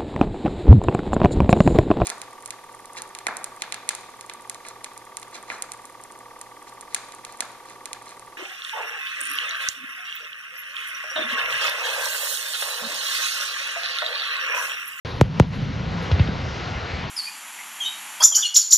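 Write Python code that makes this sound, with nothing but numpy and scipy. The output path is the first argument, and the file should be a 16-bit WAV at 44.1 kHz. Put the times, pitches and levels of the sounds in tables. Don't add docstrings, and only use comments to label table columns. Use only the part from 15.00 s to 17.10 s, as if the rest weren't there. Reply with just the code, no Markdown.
import sys
import numpy as np
from scipy import signal
from scipy.fft import rfft, irfft
from scipy.io import wavfile
from scipy.ndimage import uniform_filter1d

SR = 44100
rng = np.random.default_rng(int(sys.argv[2]) if len(sys.argv) > 2 else 0)


def store_wav(level_fs):
    pcm = np.round(np.clip(np.atleast_2d(level_fs), -1, 1) * 32767)
    wavfile.write(sys.argv[1], SR, pcm.T.astype(np.int16))


def ratio(d):
    e = np.asarray(d, float) / 20
    return 10 ** e


N = 92610
T = np.arange(N) / SR
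F = np.maximum(np.fft.rfftfreq(N, 1 / SR), 1.)


def shape(table):
    hz, db = np.array(table).T
    octaves_below = np.maximum(np.log2(hz[0] / F), 0)
    octaves_above = np.maximum(np.log2(F / hz[-1]), 0)
    inside_db = np.interp(np.log(F), np.log(hz), db)
    return ratio(inside_db - 14 * (octaves_below + 3 * octaves_above))


def curve(table):
    s, db = np.array(table).T
    return ratio(np.interp(T, s, db))


def unit(x):
    return x / np.sqrt(np.mean(x ** 2))


def walk(rate):
    hold = int(SR / rate)
    steps = np.repeat(rng.standard_normal(N // hold + 1), hold)
    slewed = uniform_filter1d(uniform_filter1d(steps, hold), hold)
    return unit(slewed[:N])


def ports(x):
    lag_s, lead_rad, lead_hz = .000056, .45, 650
    louder_db, louder_hz = 4.5, 1300
    lead = np.pi * F * lag_s + lead_rad / 2 * np.exp(-np.log(F / lead_hz) ** 2)
    louder = ratio(louder_db / 2 * np.exp(-np.log(F / louder_hz) ** 2))
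    tilt = louder * np.exp(1j * lead)
    return irfft(rfft(x) * np.array([tilt, 1 / tilt]), N)


# frequency in Hz, unrelated sound between the ports in dB.
PORT_DIFFERENCE = [(40, -31), (200, -12), (600, -11.5), (1200, -2), (1900, -19), (7500, 6.5), (9000, -39),
                   (10500, -21.5)]


def diffuse(x, other, gain):
    shared = ports(irfft(rfft(x) * gain, N))
    side = irfft(rfft(other) * gain * shape(PORT_DIFFERENCE), N)
    return unit(shared + side * np.array([[1], [-1]]))


# start in seconds, level in dB, boom in Hz, crack over boom in dB, ring of the boom as Q.
SHELLS = [
    (.2118, -1.5, 125.3, -2, 0.85),
    (0.3986, -1.5, 144.2, -5.5, 1.27),
    (1.1134, -9.5, 86, -27.5, 4.9),
    (1.1951, -6.5, 102, -22.5, 2.1),
    (1.2849, -17, 189, -33.5, 6.5),
    (1.656, -26, 145, -37.5, 4.6),
    (1.917, -27, 75.4, -37, 6.3),
    (.886, -28, 118, -36, 2.2),
    (2.04, -28.5, 144, -18, 7.8),
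]
# frequency in Hz, level in dB.
CRACK_TONE = [(150, -1.5), (300, -3.5), (700, -7.5), (1500, -20.5), (3000, -27), (5000, -34), (8000, -28.5),
              (12500, -46.5)]


def blasts():
    late_cycles, phase_cycles = 1.15, .83
    lowest_hz, boom_top = 48, 4
    ground_lag_s, ground_db, ground_top_hz = 0.00213, -10, 2500
    dull_below_db, dull_per_khz = -12, .3
    sweep = np.exp(-2j * np.pi * (late_cycles * np.log(F / 1000) + phase_cycles))
    low_cut = 1 / (1 + (lowest_hz / F) ** 4)
    bounce = ratio(ground_db) * np.exp(-2j * np.pi * F * ground_lag_s) / (1 + (F / ground_top_hz) ** 2)
    path = sweep * low_cut * (1 + bounce)
    out = np.zeros(N)
    for s, db, hz, crack_db, q in SHELLS:
        ring = 1 / (1 + 1j * q * (F / hz - hz / F))
        boom = ring / (1 + 1j * F / hz / 2) / (1 + (F / hz / boom_top) ** 4)
        dulling_db = min(crack_db - dull_below_db, 0) * dull_per_khz * F / 1000
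        crack = ratio(crack_db + dulling_db) * shape(CRACK_TONE)
        pulse = irfft((boom + crack) * path * np.exp(-2j * np.pi * F * s), N)
        out = out + ratio(db) * pulse / np.abs(pulse).max()
    return ports(out + near_echo(out))


def near_echo(x):
    level_db, t60_s, top_hz = -22, 0.3, 3000
    decay = ratio(level_db - 60 * T / t60_s) * (T > .02)
    tail = rng.standard_normal(N) * decay / np.sqrt(t60_s * SR / 14)
    echo = signal.fftconvolve(x, tail)[:N]
    return irfft(rfft(echo) / (1 + (F / top_hz) ** 2), N)


# peak in seconds, level in dB, fall to -60 dB in seconds, centre
# in Hz.
CASE_SPITS = [
    (0.2142, -12.5, 0.013, 6640),
    (.399, -15.5, .035, 3860),
    (1.116, -16.5, .05, 3500),
    (1.196, -17, .09, 2620),
    (1.275, -20.5, .04, 2740),
    (.533, -26, .06, 2500),
]


def spits():
    rise_s, q = .014, .6
    noise = rng.standard_normal(N)
    out = np.zeros(N)
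    for s, db, t60, hz in CASE_SPITS:
        burst = noise * ratio(db - 60 * np.abs(T - s) / np.where(T > s, t60, rise_s))
        band = 1 / (1 + (q * (F / hz - hz / F)) ** 2) ** 2 / (1 + (F / hz / 2) ** 8)
        out = out + irfft(rfft(burst) * band, N)
    return ports(out)


# frequency in Hz, level in dB per Hz.
STAR_TONE = [(150, -31.5), (300, 2.5), (450, 7.5), (1200, 1), (2200, 0.5), (4500, -4), (7000, -11.5),
             (10300, -39.5)]
# time in seconds, level in dB.
STAR_LEVEL = [(.05, -32), (.19, -36), (.23, -38.5), (.29, -42), (.385, -35), (.42, -37.5), (.5, -43.5),
              (.535, -35), (.7, -36), (.88, -34), (1.1, -32), (1.21, -31.5), (1.28, -34), (1.45, -33),
              (1.7, -32.5), (1.9, -33), (2.1, -34)]


def stars():
    crackle_per_s, crackle_db, scatter_db = 600, -7, 2.5
    brighten_db_per_s, brighten_hz = 1.5, 2000
    out, swell = 0, walk(5.22)
    for hz in 180 * 2 ** np.arange(0, 6.1, .5):
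        strength = ratio(scatter_db * np.minimum(rng.exponential(size=N), 4))
        clicks = (rng.random((2, N)) < crackle_per_s / SR) * strength
        raw = rng.standard_normal((2, N)) + ratio(crackle_db) * unit(clicks - clicks.mean())
        band = np.exp(-(np.log2(F / hz) / .35) ** 2)
        gather_db = brighten_db_per_s * (T - N / 2 / SR) * np.exp(-np.log(hz / brighten_hz) ** 2)
        flicker_db = .6 * swell + 1.3 * walk(15)
        out = out + irfft(rfft(raw) * band, N) * ratio(gather_db + flicker_db)
    return diffuse(out[0], out[1], shape(STAR_TONE)) * curve(STAR_LEVEL)


# time in seconds, level in dB.
ROLL_LEVEL = [(.05, -42.5), (.45, -33.5), (.6, -32.5), (.72, -31), (.9, -33.5), (1.3, -39.5), (1.5, -43),
              (2.1, -41)]


def roll():
    centre_hz, width_octaves = 173.4, 0.28
    raw = rng.standard_normal((2, N)) * ratio(3 * walk(20))
    band = np.exp(-(np.log2(F / centre_hz) / width_octaves) ** 2)
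    return diffuse(raw[0], raw[1], band) * curve(ROLL_LEVEL)


# frequency in Hz, level in dB per Hz.
RUMBLE_TONE = [(25, -15.5), (45, -6.5), (75, 2), (130, 0.5), (200, -9.5), (280, -10), (400, -49.5)]
# time in seconds, level in dB.
RUMBLE_LEVEL = [(0.05, -28.5), (0.11, -30), (0.23, -27), (0.39, -29.5), (0.93, -30), (1.12, -28.5),
                (1.44, -28), (1.6, -34), (1.8, -37), (2.1, -33)]


def rumble():
    raw = rng.standard_normal((2, N)) * ratio(2.4 * walk(14))
    return diffuse(raw[0], raw[1], shape(RUMBLE_TONE)) * curve(RUMBLE_LEVEL)


# time in seconds, level in dB.
INSECT_LEVEL = [(.05, -72), (.2, -69.5), (.28, -79), (.38, -74), (.47, -79), (.55, -74), (.7, -81),
                (1.0, -112), (1.025, -69), (1.1, -83), (1.16, -89), (1.38, -81.5), (1.5, -96), (2.1, -110)]


def insect():
    centre_hz, width_hz = 11000, 800
    raw = rng.standard_normal(N) * ratio(2.5 * walk(43))
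    band = np.exp(-((F - centre_hz) / width_hz) ** 4)
    return unit(irfft(rfft(raw) * band, N)) * curve(INSECT_LEVEL)


def scene():
    return blasts() + spits() + stars() + roll() + rumble() + insect()


def gate(x):
    level_db, scatter_db, from_hz = -105, 7, 6300
    f, _, z = signal.stft(x, SR, nperseg=2048)
    power = (np.abs(z[:, :1024]) ** 2).reshape(2, 128, 8, -1).mean(axis=2)
    threshold = ratio(2 * (level_db + scatter_db * rng.standard_normal(power.shape)))
    keep = np.repeat(power > threshold, 8, axis=1) | (f[:1024, None] < from_hz)
    keep = np.pad(keep, ((0, 0), (0, 1), (0, 0)))
    return signal.istft(z * keep, SR, nperseg=2048)[1][:, :N]


def band_limit(x):
    return signal.sosfilt(signal.butter(12, 13300, fs=SR, output="sos"), x)


def record(dry):
    top_hz, start_s = 13000, .0488
    stereo_top_hz, stereo_back_hz, high_side_db, mono_db = 2100, 7600, -11, -70
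    x = np.tanh(1.053 * dry) / 0.94
    x = irfft(rfft(x) / (1 + (F / top_hz) ** 24), N)
    low_stereo = 1 / (1 + (F / stereo_top_hz) ** 60)
    high_stereo = ratio(high_side_db) / (1 + (stereo_back_hz / F) ** 60)
    mid = (x[0] + x[1]) / 2
    side = irfft(rfft(x[0] - x[1]) / 2 * (low_stereo + high_stereo + ratio(mono_db)), N)
    mid, side = gate(np.array([mid, side]))
    x = np.array([mid + side, mid - side])
    return band_limit(x * (np.arange(N) > start_s * SR))


dry = scene()
out = record(dry)
store_wav(out)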